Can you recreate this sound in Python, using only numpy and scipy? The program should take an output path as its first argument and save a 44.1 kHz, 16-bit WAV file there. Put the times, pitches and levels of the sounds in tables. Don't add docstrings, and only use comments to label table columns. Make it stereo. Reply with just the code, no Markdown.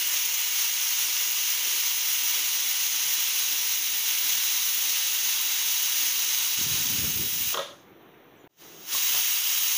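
import sys
import numpy as np
from scipy import signal
from scipy.fft import rfft, irfft, next_fast_len
from scipy.io import wavfile
from scipy.ndimage import uniform_filter1d

SR = 44100
rng = np.random.default_rng(int(sys.argv[2]) if len(sys.argv) > 2 else 0)


def generate_wav(sig):
    pcm = np.round(np.clip(np.atleast_2d(sig).T, -1, 1) * 32767).astype(np.int16)
    wavfile.write(sys.argv[1], SR, pcm)


def volts_from_decibels(level):
    exponent = np.asarray(level, float) / 20
    return 10 ** exponent


N = 430857

# frequency in Hz, level in dB per Hz.
BURNER_COLOUR = [(24, -62), (70, -30), (160, -9), (231, -18.5), (327, -6), (490, -14.5), (605, -16.5),
                 (667, -15), (3700, -27.5), (5200, -69), (8800, -120)]
BURNER_DB = -53
# frequency in Hz, level in dB per Hz.
LEAK_COLOUR = [(2350, -36), (4000, -6), (5040, -22), (5780, -9), (6110, -9), (6730, -15), (7320, -21),
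               (8290, -31), (9710, -16.5), (11600, -15.5), (13100, -19), (13600, -15), (14400, 0),
               (15400, 0)]
LEAK_DB = -27.5
# frequency in Hz, level in dB per Hz.
BOIL_COLOUR = [(120, -52), (200, -24.5), (264, -5.5), (296, -1), (317, -6.5), (600, -6.5), (780, -41),
               (1320, -120)]
BOIL_DB, BOIL_SWING_DB, BOIL_SWING_HZ = -65, 5.5, 6
HUM_START_S, HUM_EARLY_DB = 1.58, -9
# frequency in Hz, level in dB per Hz.
HANDLING_COLOUR = [(15, -43), (25, -13), (27, -20), (65, -22), (157, 6), (200, 1), (260, -41), (440, -120)]
HAND_DB, HAND_SWING_DB, HAND_SWING_HZ = -78.5, 6, 9
# start in seconds, length in seconds, level in dB.
NUDGES = [
    (3.02, 0.093, -64),
    (4.2, .3, -64),
    (6.3, 0.28, -69),
    (7.53, .14, -52),
    (8.92, .06, -64),
    (9.15, .08, -66),
]
# time in seconds, level in dB.
GUST_FORCE = [(6.575, -56), (6.595, -41), (7.1, -38.5), (7.27, -43), (7.3, -47.5), (7.55, -50.5)]
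# frequency in Hz, level in dB per Hz.
GUST_COLOUR = [(15, -48), (25, -27), (68, -3.5), (96, 0.5), (230, -5), (361, -13), (395, -14), (687, -25),
               (900, -34), (1170, -50), (1980, -120)]
# start in seconds, length in seconds, extra level in dB.
PUFFS = [
    (6.68, 0.054, 3),
    (6.99, .11, 5.5),
    (7.17, .05, 6),
    (7.23, .03, 4),
]

# start in seconds, length in seconds, centre in Hz, # width
# in Hz, level in dB.
VENT_BURSTS = [
    (8.355, .045, 7750, 120, -83),
    (8.38, .09, 6950, 200, -75),
    (8.36, .1, 6050, 250, -76),
               (7.565, .19, 3450, 1200, -47), (7.57, .14, 2200, 700, -53), (9.13, .09, 1000, 900, -45),
           (9.13, .05, 145, 35, -63), (8.17, .3, 487, 10, -66), (7.97, .12, 327, 20, -66),
           (8.43, .045, 110, 90, -62), (1.205, .04, 550, 500, -53), (1.25, .06, 340, 60, -62)]

# time in seconds, peak in dB, clack frequency in Hz,
# clack T60 in seconds, lid ring in dB relative to the clack.
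BLOWS = [
    (7.527, -33, 700, .025, -19),
    (7.543, -15.5, 1190, 0.017, -16),
    (7.572, -19, 1032, 0.023, -13),
    (7.578, -20.5, 1270, .025, -14),
    (7.591, -23, 583, 0.041, -11.5),
    (7.611, -28.5, 544, .022, -12),
    (7.629, -33, 577, .035, -11),
    (8.442, -32, 320, 0.015, -33),
    (8.944, -34, 650, .018, -31),
    (8.949, -26.5, 1094, .032, -28),
]
# frequency in Hz, level in dB, T60 in seconds.
LID_MODES = [(378, -10.5, 0.13), (466, -9, 0.12), (565.5, -0.5, 0.25), (632, -5.5, .1), (787, -6, 0.079),
             (927, -2.5, 0.052), (1085, -2.5, 0.11), (1270, -3, 0.074), (1416, -4, 0.073),
             (1635, -6.5, 0.13), (1914, -6, 0.1)]
# frequency in Hz, level in dB, T60 in seconds.
WEIGHT_MODES = [(2890, -3, 0.018), (3250, -1, .025), (3540, 0, 0.027), (3900, -4, 0.023),
                (4350, -11, 0.018)]
WEIGHT_DB = 8.5

# frequency in Hz, level in dB per Hz.
JET_COLOUR = [(210, -45.5), (350, -28), (636, -27.5), (920, -15.5), (1300, -15.5), (1830, -12.5),
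              (2150, -7), (2540, -7), (2850, -2), (3080, -3), (4560, -8), (6430, -1), (7300, -8.5),
              (9490, -38), (16100, -120)]
# frequency in Hz, level in dB per Hz.
JET_TREBLE = [(7300, -11), (8100, -18), (8900, -16.5), (9600, -10.5), (10400, -14), (10800, -10),
              (11300, -14), (11950, -14), (12200, -18), (12800, -15), (13400, -17), (14000, -13),
              (14600, -1), (15100, .5)]
# resonance in Hz, width in Hz, level in dB.
CAVITIES = [(2710, 57, -9), (3360, 28, 2), (3856, 200, -1), (5760, 110, 3), (6400, 280, 1.5),
            (6630, 73, 2.5)]
CROSSOVERS_HZ = [1700, 2300, 7300, 7800, 13500, 13900, 15500, 15520]
# time in seconds, jet level in dB.
FLOW = [(0.0, -28.5), (0.4, -29), (1.19, -28), (1.23, -29), (3.38, -28.5), (4.03, -29.5), (4.11, -28),
        (4.19, -30.5), (4.3, -27.5), (4.76, -30), (4.82, -28.5), (6.04, -28), (6.77, -28), (7.32, -32.5),
        (7.51, -30), (7.53, -32.5)]
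STEADY_DB = -30
# level in dB relative to the body, share of flow changes,
# share of valve loss, extra fall after shutting in dB per second, drop at shutting in dB.
LOW_LAYER = (-16.5, 1.25, -0.3, -40, 1)
UPPER_LAYER = (-6.5, 0.54, 1.15, -12, -3.5)
TOP_LAYER = (0, 0, 1.02, 150, -2.5)
SHUT_S, FALL_DB_PER_S = 7.53, 157
ECHO_DB, ECHO_DB_PER_S = -9, 78.5
CREEP_S, CREEP_DB, CREEP_DB_PER_S = 8.6, -24, 7
LIFT_S, LIFT_DB_PER_S = 8.93, 330

# time in seconds, gain in dB.
FADE = [(8.476, 0), (8.4763, -41), (8.487, -48), (8.495, -26), (8.56, -19), (8.59, -7), (8.62, 1.5)]
CUT_S, FADED_IN_S = FADE[0][0], FADE[-1][0]


def evened(x):
    return x / np.sqrt(np.mean(x ** 2) + 1e-20)


def read(points, hz):
    f, value = np.transpose(points)
    return np.interp(np.log(hz + 1), np.log(f + 1), value)


def patches(frames, bins_wide, frames_long, size):
    field = rng.standard_normal((frames, size)).T
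    field = uniform_filter1d(field, max(int(bins_wide), 1), axis=0)
    return evened(uniform_filter1d(field, max(int(frames_long), 1), axis=1))


def noise(gain, size):
    z = rng.standard_normal(gain.shape[::-1] + (2,)) @ [1, 1j]
    return signal.istft(z.T * gain, nperseg=size, noverlap=size - size // 4)[1][:N]


def wash(colour, patchy_db, bins_wide, frames_long):
    size = 1024
    frames, hz = N // (size // 4) + 5, np.fft.rfftfreq(size, 1 / SR)
    field_db = read(colour, hz)[:, None] + patchy_db * patches(frames, bins_wide, frames_long, size=len(hz))
    return evened(noise(volts_from_decibels(field_db), size=size))


def ringing(x, hz, width):
    r = np.exp(-np.pi * width / SR)
    return 2 * signal.lfilter([1 - r], [1, -r * np.exp(2j * np.pi * hz / SR)], x).real


def flicker(hz):
    return evened(signal.lfilter(*signal.butter(2, hz, fs=SR), rng.standard_normal(N)))


def add(mix, s, sound):
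    part = mix[round(s * SR):][:len(sound)]
    part += sound[:len(part)]


def burner_and_leak():
    colour = BURNER_COLOUR[:-2] + [(hz, db + LEAK_DB) for hz, db in LEAK_COLOUR[2:]]
    return volts_from_decibels(BURNER_DB) * wash(colour, patchy_db=1.0, bins_wide=14, frames_long=10)


def boiling():
    t = np.arange(N) / SR
    boil_db = BOIL_DB + BOIL_SWING_DB * np.tanh(flicker(BOIL_SWING_HZ))
    rumble = volts_from_decibels(boil_db) * wash(BOIL_COLOUR, patchy_db=3.2, bins_wide=5, frames_long=26)
    hum = evened(ringing(rng.standard_normal(N), hz=269, width=34.5))
    return rumble + volts_from_decibels(boil_db - 4.0 + HUM_EARLY_DB * (t < HUM_START_S)) * hum


def handling():
    grip = volts_from_decibels(HAND_DB + HAND_SWING_DB * np.minimum(flicker(HAND_SWING_HZ), 1))
    for s, length, db in NUDGES:
        add(grip, s, volts_from_decibels(db) * np.hanning(int(length * SR)))
    return grip * wash(HANDLING_COLOUR, patchy_db=1.0, bins_wide=4, frames_long=10)


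def kitchen():
    pause = np.interp(np.arange(N) / SR, [7.5, 7.7, 8.85, 8.95], [0, 1, 1, 0])
    return pause * burner_and_leak() + (1 - pause) * (boiling() + handling())


def gust():
    t = np.arange(N) / SR
    blowing = np.interp(t, [6.55, 6.56, 7.5, 7.53], [0, 1, 1, 0])
    force_db = np.interp(t, *np.transpose(GUST_FORCE))
    for s, length, db in PUFFS:
        add(force_db, s, db * np.hanning(int(length * SR)))
    lumps = volts_from_decibels(force_db + 4.3 * np.tanh(flicker(hz=35.6)) - 1.5)
    return blowing * lumps * wash(GUST_COLOUR, patchy_db=2.0, bins_wide=7.2, frames_long=5.3)


def vent():
    out = np.zeros(N)
    for s, length, hz, width, db in VENT_BURSTS:
        air = rng.standard_normal(SR // 2)[:int(length * SR)]
        puff = evened(ringing(ringing(air, hz, width), hz, width))
        decay = volts_from_decibels(-16.0 * np.linspace(-.5, .5, len(air)))
        add(out, s, volts_from_decibels(db) * puff * signal.windows.tukey(len(air), .5) * decay)
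    return out


def modes(table, spread_db, t):
    return sum(volts_from_decibels(db + extra_db - 60 * t / t60) * np.sin(2 * np.pi * hz * t)
               for (hz, db, t60), extra_db in zip(table, spread_db))


def weight():
    out, t = np.zeros(N), np.arange(SR // 2) / SR
    spreads = rng.standard_normal((len(BLOWS), len(LID_MODES)))
    for (s, db, hz, t60, ring_db), spread in zip(BLOWS, spreads):
        clack = modes([(hz, 0, max(t60, .005))], [0], t)
        lid = volts_from_decibels(ring_db) * modes(LID_MODES, 3.6 * spread, t)
        tick = volts_from_decibels(ring_db + WEIGHT_DB) * modes(WEIGHT_MODES, 2.0 * spread, t)
        onset = 1 - np.exp(-t / 0.001)
        add(out, s, volts_from_decibels(db) * (clack + lid + tick) * onset)
    tail = rng.standard_normal(len(t)) * volts_from_decibels(-60 * t / 0.46) * (t > .006)
    return out + volts_from_decibels(-5.5) * signal.oaconvolve(out, tail / np.linalg.norm(tail))[:N]


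def valve(t):
    first = t <= CUT_S
    flow_db = (np.interp(t, *np.transpose(FLOW)) - STEADY_DB) * first
    since = np.maximum(t - SHUT_S, 0) * first
    direct = volts_from_decibels(-FALL_DB_PER_S * since)
    echo = volts_from_decibels(ECHO_DB - ECHO_DB_PER_S * since)
    shut_db = np.minimum(10 * np.log10(direct ** 2 + echo ** 2), 0)
    creep = volts_from_decibels(CREEP_DB + CREEP_DB_PER_S * (t - CREEP_S))
    lift = 1 / np.sqrt(1 + volts_from_decibels(LIFT_DB_PER_S * (LIFT_S - np.maximum(t, CREEP_S))) ** 2)
    lift_db = np.minimum(20 * np.log10(creep + lift), 0)
    return flow_db, np.where(first, shut_db, lift_db), since


def jet_noise():
    size = 4096
    frames, hz = N // (size // 4) + 5, np.fft.rfftfreq(size, 1 / SR)
    power = volts_from_decibels(read(JET_COLOUR[:-2] + JET_TREBLE, hz) - 2.5) ** 2
    for f, width, db in CAVITIES:
        power = power + volts_from_decibels(db - 6.0) ** 2 / (1 + (2 * (hz - f) / width) ** 2) ** 2
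    depth_db = read([(600, 0.99), (2500, 2.33), (8500, 1.93), (10500, 0.82), (13000, .6)], hz)[:, None]
    comb_db = depth_db * patches(frames, 2.5, 220, size=len(hz))
    comb_db = comb_db + 0.45 * patches(frames, 40, 4, size=len(hz))
    return noise(np.sqrt(power)[:, None] * volts_from_decibels(comb_db), size=size)


def jet():
    spectrum = rfft(jet_noise(), next_fast_len(N))
    hz = np.linspace(0, SR / 2, len(spectrum))

    def band(share):
        return evened(irfft(spectrum * np.interp(hz, CROSSOVERS_HZ, share))[:N])

    t = np.arange(N) / SR
    t[(t > CUT_S) & (t < FADED_IN_S)] = FADED_IN_S
    flow_db, valve_db, since = valve(t)

    def layer_db(layer):
        db, flow, shut, fall, drop = layer
        return db + (flow - 1) * flow_db + (shut - 1) * valve_db - fall * since + drop * (since > 0)

    low = volts_from_decibels(np.minimum(layer_db(LOW_LAYER), -13.0)) * band([1, 0, 0, 0, 0, 0, 0, 0])
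    body = band([0, 1, 1, 0, 0, 0, 0, 0])
    upper = volts_from_decibels(layer_db(UPPER_LAYER) + 0.15 * flicker(hz=60)) * band([0, 0, 0, 1, 1, 0, 0, 0])
    whistle_db = layer_db(TOP_LAYER) + .8 * flicker(hz=300) + .6 * flicker(hz=12)
    whistle = volts_from_decibels(whistle_db) * band([0, 0, 0, 0, 0, 1, 1, 0])
    jet_db = STEADY_DB + flow_db + valve_db + .5 * flicker(hz=40) + 0.49 * flicker(hz=4.6)
    lifted = np.interp(t, [7.78, 7.95, 8.6, 8.61], [1, 0, 0, 1])
    return lifted * volts_from_decibels(jet_db) * (low + body + upper + whistle)


def scene():
    return np.tile(kitchen() + gust() + vent() + weight() + jet(), (2, 1))


def top_cut(x):
    return signal.sosfilt(signal.butter(12, 16870, fs=SR, output="sos"), x)


def record(dry):
    thin = signal.sosfilt(signal.butter(3, 65, "high", fs=SR, output="sos"), dry)
    edge = signal.firwin(2047, 15500, window=("kaiser", 10), fs=SR)
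    edged = signal.oaconvolve(thin, edge[None], "same")
    offset = -.0001
    fade_db = np.interp(np.arange(N) / SR, *np.transpose(FADE))
    return top_cut((edged + offset) * volts_from_decibels(fade_db))


dry = scene()
out = record(dry)
generate_wav(out)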